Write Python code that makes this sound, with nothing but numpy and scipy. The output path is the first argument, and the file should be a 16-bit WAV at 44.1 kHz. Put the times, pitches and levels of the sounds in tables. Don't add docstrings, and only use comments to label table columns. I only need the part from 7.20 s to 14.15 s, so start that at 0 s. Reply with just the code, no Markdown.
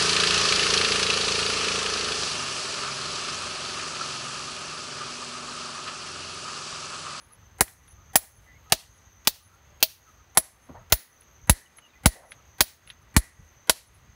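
import sys
import numpy as np
from scipy import signal
from scipy.fft import rfft, irfft
from scipy.io import wavfile
from scipy.ndimage import uniform_filter1d

SR = 44100
rng = np.random.default_rng(int(sys.argv[2]) if len(sys.argv) > 2 else 0)


def wav_out(sig):
    wavfile.write(sys.argv[1], SR, np.round(np.clip(np.atleast_2d(sig).T, -1, 1) * 32767).astype(np.int16))


def natural_amplitude(level_db):
    exponent = np.asarray(level_db, float) / 20
    return 10 ** exponent


N = 306495


def rms_one(x):
    return x / np.sqrt(np.mean(x ** 2) + 1e-20)


def band(x, low_hz, high_hz, order=2):
    sos = signal.butter(order, [low_hz, min(high_hz, .45 * SR)], "band", fs=SR, output="sos")
    return signal.sosfilt(sos, x)


def noise_band(low_hz, high_hz, order=2):
    return band(rng.standard_normal(N), low_hz, high_hz, order)


def coloured(spectrum, size=N):
    hz, db = np.transpose(spectrum)
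    grid_hz = np.maximum(np.fft.rfftfreq(size, 1 / SR), 1)
    gain = natural_amplitude(np.interp(np.log(grid_hz), np.log(hz), db))
    return rms_one(irfft(rfft(rng.standard_normal(size)) * gain, size))


def drift(rate_hz):
    knots = rng.standard_normal(int(N / SR * 100))
    r = np.exp(-2 * np.pi * rate_hz / 100)
    slow = rms_one(signal.lfilter([1], [1, -r], knots))
    return np.interp(np.arange(N) / SR * 100, np.arange(len(knots)), slow)


def ring(x, hz, t60_s):
    r, w = natural_amplitude(-60 / (t60_s * SR)), 2 * np.pi * hz / SR
    return signal.lfilter([0, np.sin(w)], [1, -2 * r * np.cos(w), r * r], x + 1e-18)


def resonances(peaks):
    white = rng.standard_normal(N)
    out = np.zeros(N)
    for hz, width_hz, db in peaks:
        tone = rms_one(band(white, hz - width_hz / 2, hz + width_hz / 2, order=3))
        out += natural_amplitude(db + 2.5 * drift(3)) * tone
    return out


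def clicks(times_s, db):
    out = np.zeros(N)
    out[np.round(np.asarray(times_s) * SR).astype(int)] = natural_amplitude(db)
    return out


def dying(times_s, db, t60_s, hold_s=0):
    r = natural_amplitude(-60 / (t60_s * SR))
    start = clicks(times_s, db)
    release = np.roll(start, max(int(hold_s * SR), 1))
    return np.cumsum(start - release) + signal.lfilter([1], [1, -r], release + 1e-18)


def struck(modes, times_s, db, rattle_s):
    drive = rng.standard_normal(N) * dying(times_s, db, rattle_s) / np.sqrt(rattle_s * SR / 14)
    return sum(natural_amplitude(level_db) * ring(drive, hz, t60_s) for hz, level_db, t60_s in modes)


# (time [s], level [dB])
GUSTS = [(0.0, -69.5), (0.21, -60), (3.44, -64.5), (3.58, -55), (3.85, -77), (4.06, -65), (4.26, -58),
         (4.47, -74.5), (4.72, -70.5), (4.9, -64.5), (5.46, -65.5), (6.02, -60), (6.46, -67.5), (6.95, -56)]
# (frequency [Hz], density [dB per Hz])
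WIND_SPECTRUM = [(12, -73), (25, -20), (40, -3), (60, 4.5), (90, 2.5), (140, -6.5), (220, -17), (400, -40),
                 (1000, -86)]


def wind():
    gust_db = np.interp(np.arange(N) / SR, *np.transpose(GUSTS))
    return natural_amplitude(gust_db + 3.5 + 2.3 * drift(6)) * coloured(WIND_SPECTRUM)


# (frequency [Hz], density [dB per Hz])
HUM_SPECTRUM = [(150, -0.5), (300, -1), (600, -3.5), (1200, -0.5), (2200, -5.5), (3500, -10), (5500, -16),
                (8000, -21), (11000, -26.5), (13500, -20.5), (16000, -18.5)]
# (centre [Hz], width [Hz], level [dB])
HUM_PEAKS = [(590, 150, -18.5), (1230, 200, -21), (1970, 130, -16)]


def countryside_hum():
    level = natural_amplitude(-61.5 + 0.37 * drift(2.8))
    return level * (coloured(HUM_SPECTRUM) + natural_amplitude(drift(3.8)) * resonances(HUM_PEAKS))


# (centre [Hz], width [Hz], level [dB])
CHORUS = [(6300, 260, 0), (6470, 200, -3), (6160, 160, -6), (11800, 500, -15)]
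# (centre [Hz], width [Hz], level [dB])
CALLER = [(6070, 70, 0), (5810, 120, -10), (5950, 200, -11)]


def insects():
    t = np.arange(N) / SR
    period_s, swell_peak_s = 1.139, 0.6
    chorus_db = -66.5 + 1.5 * np.cos(2 * np.pi * (t - swell_peak_s) / period_s)
    buzz = 1 + 0.2 * np.sin(2 * np.pi * 98 * t + 1.1 * drift(3))
    calls = dying(.5 + period_s * np.arange(6), -68.5, .4, hold_s=.42)
    chorus = natural_amplitude(chorus_db + 0.97 * drift(7.8)) * rms_one(resonances(CHORUS))
    return buzz * (chorus + calls * rms_one(resonances(CALLER)))


# (time [s], length [s], start [Hz], end [Hz], level [dB])
BIRDS = [(0.1, 0.03, 1207, 1250, -59), (0.21, 0.046, 1295, 1240, -64.5), (0.892, 0.032, 1280, 1290, -61),
         (2.2, 0.04, 1190, 1220, -65), (2.284, 0.1, 1250, 1430, -62), (2.424, 0.17, 590, 590, -66.5),
         (5.815, 0.028, 1240, 1198, -63), (0.763, 0.082, 1233, 1246, -61.5), (1.255, 0.1, 2016, 1983, -56),
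         (1.27, 0.046, 1810, 1780, -61), (1.34, 0.044, 2130, 2180, -59), (1.456, 0.044, 1257, 1280, -56.5),
         (2.859, 0.055, 1340, 1230, -55.5), (2.982, 0.048, 1280, 1230, -60),
         (3.562, 0.084, 1184, 1333, -59.5), (3.564, 0.025, 1710, 1930, -59),
         (4.407, 0.026, 1970, 1960, -63), (4.456, 0.023, 3020, 2830, -59),
         (4.618, 0.061, 2980, 2800, -55.5), (4.687, .035, 4000, 3500, -67),
         (4.727, 0.034, 2550, 2350, -60.5), (4.745, 0.045, 2010, 2020, -59),
         (5.178, 0.031, 1272, 1296, -60)]


def birds():
    out = np.zeros(N)
    flutter = 1 + .45 * rms_one(noise_band(20, 140))
    for s, length_s, start_hz, end_hz, db in BIRDS:
        n, at = int(length_s * SR), int(s * SR)
        phase = 2 * np.pi * np.cumsum(np.linspace(start_hz, end_hz, n)) / SR
        out[at:at + n] += natural_amplitude(db) * np.hanning(n) ** .35 * np.sin(phase)
    return out * flutter


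# (time [s], level [dB], low [Hz], high [Hz], t60 [s])
KNOCKS = [
    (3.492, -42, 130, 330, .12),
    (3.49, -50, 500, 1100, .15),
    (3.5, -47, 50, 120, .2),
    (3.547, -47, 500, 1000, .25),
    (4.92, -59, 1800, 2020, .7),
    (4.955, -53, 480, 800, .8),
    (5.03, -57, 500, 1300, .15),
    (6.19, -45, 40, 90, .25),
]


def far_knocks():
    out = np.zeros(N)
    for s, db, low_hz, high_hz, t60_s in KNOCKS:
        envelope = uniform_filter1d(dying([s], db, t60_s, hold_s=0.012), size=350)
        out += rms_one(noise_band(low_hz, high_hz)) * envelope
    return out


# (time [s], level [dB], centre [Hz])
TAPS = [(0.132, -65, 3000), (.48, -45, 2100), (2.891, -72, 7500), (0.68, -54, 2500), (4.02, -58, 2500),
        (4.571, -74, 6000), (4.585, -43, 1960), (5.1191, -38, 2630), (5.675, -47, 2500), (5.69, -49, 2500),
        (5.701, -40, 2700), (5.7049, -42, 2680)]


def taps():
    out = np.zeros(N)
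    for s, db, hz in TAPS:
        envelope = dying([s], db + 10, 0.013) + dying([s], db - 2, 0.091)
        out += band(rng.standard_normal(N) * envelope, hz / 2, hz * 1.48, order=3)
    return out


# (time [s], length [s], lower ring [dB], upper ring [dB])
SCRAPES = [(0.001, 0.066, -65, -88), (0.077, 0.035, -72, -75), (0.119, 0.02, -55.5, -64),
           (0.134, 0.012, -56, -62), (0.676, 0.031, -60, -66), (0.707, .02, -64, -65),
           (1.149, 0.029, -64.5, -73.5), (1.228, 0.034, -82, -84), (1.732, 0.048, -74.5, -72),
           (2.224, 0.063, -64, -87.5), (2.293, 0.015, -75, -77), (2.336, 0.016, -84, -73),
           (3.42, 0.037, -80, -69), (3.893, 0.054, -90, -75.5), (4.006, 0.0075, -54, -66),
           (4.024, 0.01, -79, -65), (4.569, 0.0033, -47, -47), (4.574, 0.016, -65, -54),
           (4.656, 0.024, -78, -81.5), (5.053, 0.049, -67, -81), (5.105, 0.011, -67, -50),
           (5.111, 0.013, -51, -61), (5.668, 0.018, -64, -59), (5.69, 0.018, -64, -52),
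           (5.814, 0.013, -80, -73), (6.658, 0.027, -65, -79), (6.74, 0.03, -70, -68)]


def scrapes():
    out = np.zeros(N)
    for column, (hz, _, _) in zip((2, 3), CHISEL):
        drag = np.zeros(N)
        for row in SCRAPES:
            steadiness = np.sqrt(min(row[1], .006) * SR / 4)
            drag += dying([row[0]], row[column], 0.0035, hold_s=row[1]) / steadiness
        friction = drag * rng.standard_normal(N) * natural_amplitude(1.1 * drift(40))
        out += band(ring(friction, hz, 0.041), 9600, 13500)
    return out


# (time after the blow [s], level [dB])
ECHO_SHAPE = [(0, -80), (0.01, -50.5), (0.028, -48.5), (.045, -56.5), (.075, -55), (.13, -65), (.2, -80),
              (.3, -77.5), (.4, -110)]
ECHO_BANDS_DB = [-18, -9, -11.5, -9.5, -8, -6, -3, -2, -6.5, -7.5]


def banks(ringing):
    lag_s, db = np.transpose(ECHO_SHAPE)
    size = int(.4 * SR)
    shape = natural_amplitude(np.interp(np.arange(size) / SR, lag_s, db))
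    out = natural_amplitude(-14.5) * signal.fftconvolve(ringing, shape * rng.standard_normal(size))[:N]
    for (low_hz, high_hz, _), level_db, echo_db in zip(CRACK_BANDS, band_levels(), ECHO_BANDS_DB):
        strength = clicks(TIMES_S, echo_db + 1.1 * (level_db - np.mean(level_db)))
        out += signal.fftconvolve(strength, shape)[:N] * rms_one(noise_band(low_hz, high_hz))
    return out


TIMES_S = [.4079, .9565, 1.5219, 2.0727, 2.6272, 3.1728, 3.7227, 4.2958, 4.858, 5.4064, 5.965, 6.4956]
# (ground thump [dB], weight on slab [dB], crushed grit [dB], snap of face [dB])
STONE = [(-29, -14.5, -22, 3), (-36.5, -14, -20, 1), (-34.5, -15, -14, -1.5), (-42.5, -20.5, -16, -8),
         (-50, -25.5, -14.5, -7), (-35, -14, -20.5, 1.5), (-19, -18.5, -16.5, 1), (-9.5, -13.5, -18, 2),
         (-10.5, -13.5, -18, 1), (-31.5, -17, -16, 1), (-9.5, -16, -21, 1), (-38.5, -14.5, -16, 0)]


def thump():
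    push = clicks(np.array(TIMES_S) + 0.0019, np.transpose(STONE)[0] + 6)
    return natural_amplitude(7.5) * ring(push, 130, 0.0091) - ring(np.roll(push, 60), 56, 0.057)


MEAN_WEIGHT_DB, MEAN_GRIT_DB = -17, -18
# (frequency [Hz], level [dB], t60 [s])
SLAB = [(1950, 0, .02), (1860, -5, .015)]
# (frequency [Hz], level [dB], t60 [s])
CHIP_RING = [(4450, 0, .004), (4150, -3, .004), (8800, -6, .003)]


def slab():
    thump_db, _, grit_db, _ = np.transpose(STONE)
    hum = struck(SLAB, TIMES_S, -30 + 0.44 * thump_db, 0.57)
    chips = struck(CHIP_RING, TIMES_S, -30 + 1.3 * (grit_db - MEAN_GRIT_DB), .3)
    tok = struck([(642.5, 0.0087, 0.065)], TIMES_S, -27.5, .04)
    return hum + chips + tok


# (chisel ring [dB], looseness of grip [dB], hammer head ring [dB], top ring [dB])
STEEL = [(-17.5, -3.5, -13.5, -16.5), (-13, -4.5, -13.5, -12), (-30, 3, -19, -20), (-28, -0.5, -18, -13.5),
         (-26, 0, -12, -12), (-11, -7, -21, -19.5), (-15, 3.5, -16.5, -8.5), (-13, -10.5, -19, -18.5),
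         (-13.5, -0.5, -19.5, -17), (-16.5, -3.5, -22.5, -11.5), (-15.5, -5, -25.5, -22.5),
         (-20, -0.5, -14.5, -24.5)]
# (frequency [Hz], level [dB], t60 [s])
CHISEL = [(10410, 0, .045), (10855, -1, .028), (11125, -7, .035)]
HEAD = [(11765, 0, .025), (12300, -8, .02), (9280, -10, .02)]
TOP = [(14700, 0, .016), (13450, -11, .012), (15200, -7, .008)]
# (frequency [Hz], level [dB], t60 [s])
FREE_RING = [(10450, -26.5, 0.32), (10850, -38.5, .3)]


def steel():
    ring_db, loose_db, head_db, top_db = np.transpose(STEEL)
    tilt_db = 0.39 * loose_db
    lower = struck(CHISEL[:1], TIMES_S, ring_db - 0.64 + tilt_db, 0.021)
    upper = struck(CHISEL[1:], TIMES_S, ring_db + 4.5 - tilt_db, 0.066)
    free = sum(ring(clicks(TIMES_S, ring_db + loose_db + db), hz, t60_s) for hz, db, t60_s in FREE_RING)
    head = struck(HEAD, TIMES_S, head_db, 0.033)
    top = struck(TOP, TIMES_S, top_db + 0.5, 0.078)
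    return lower + upper + free + head + top


def band_levels():
    thump_db, weight_db, grit_db, snap_db = np.transpose(STONE)
    _, _, head_db, top_db = np.transpose(STEEL)
    weight, grit = weight_db - MEAN_WEIGHT_DB, grit_db - MEAN_GRIT_DB
    knock_db = 20 * np.log10(natural_amplitude(-26.5 + .6 * weight) + natural_amplitude(thump_db - 12))
    face_db = -18.5 + snap_db
    edge_db = -22.5 + 0.5 * snap_db
    chips_db = -19.5 + 1.5 * grit
    fine_grit_db = -16.5 + 1.1 * grit
    dust_db = -18.5 + 0.76 * grit
    splinter_db = -14.5 + 0.76 * weight
    return [knock_db, weight_db, face_db, edge_db, chips_db, fine_grit_db, dust_db, splinter_db,
            head_db - 3, top_db - 3]


def evened(noise, burst):
    blow = np.searchsorted(np.array(TIMES_S[1:]) * SR - 1, np.arange(N))
    wanted = np.bincount(blow, burst ** 2)
    actual = np.bincount(blow, (noise * burst) ** 2)
    return noise * burst * np.sqrt(wanted / actual)[blow]


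# (low [Hz], high [Hz], t60 [s])
CRACK_BANDS = [(171, 360, 0.057), (486, 1046, 0.032), (1250, 2200, 0.039), (1680, 2500, 0.036),
               (2500, 3500, 0.041), (3670, 4800, 0.054), (5050, 6800, .06), (6830, 10760, 0.056),
               (9500, 13000, 0.022), (13930, 15800, 0.066)]


def crack():
    out = np.zeros(N)
    for (low_hz, high_hz, t60_s), db in zip(CRACK_BANDS, band_levels()):
        chatter = natural_amplitude(2.9 * rms_one(noise_band(80, 240)))
        burst = dying(TIMES_S, db - 5.5, t60_s, hold_s=0.0012) + dying(TIMES_S, db, 0.02)
        out += evened(noise_band(low_hz, high_hz) * chatter, burst)
    return out


def scene():
    air = wind() + countryside_hum() + insects()
    ringing, cracking = steel(), crack()
    sink_db = 5.7 * dying(TIMES_S, 0, 0.54, hold_s=0.13)
    ducked = natural_amplitude(-signal.lfilter([.002], [1, -.998], sink_db))
    blows = cracking + thump() + ringing + slab() + banks(ringing + natural_amplitude(-6) * cracking)
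    return (blows + taps() + scrapes() + far_knocks() + birds() + ducked * air)[None]


def roll_off(x):
    return signal.sosfilt(signal.butter(12, 16800, fs=SR, output="sos"), x)


def record(dry):
    cutoff_hz, block = 15950, 512
    x = signal.sosfilt(signal.cheby2(22, 50, cutoff_hz, fs=SR, output="sos"), dry[0])
    x = .82 * np.tanh(x / .82)
    x = signal.sosfilt(signal.cheby2(22, 60, cutoff_hz + 800, fs=SR, output="sos"), x)
    x = signal.sosfilt(signal.butter(4, 36, "high", fs=SR, output="sos"), x)
    early = natural_amplitude(-41.5) * np.roll(x, -2 * block) + natural_amplitude(-51.0) * np.roll(x, -block)
    fading = rng.standard_normal(2 * block) * natural_amplitude(-54 - 4.2 * np.linspace(0, 1, 2 * block))
    backwards = band(x, 60, 2300, order=4)[::-1]
    smear = signal.fftconvolve(backwards, fading)[:N][::-1]
    return roll_off((x + early + smear)[None])


dry = scene()
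out = record(dry)
wav_out(out)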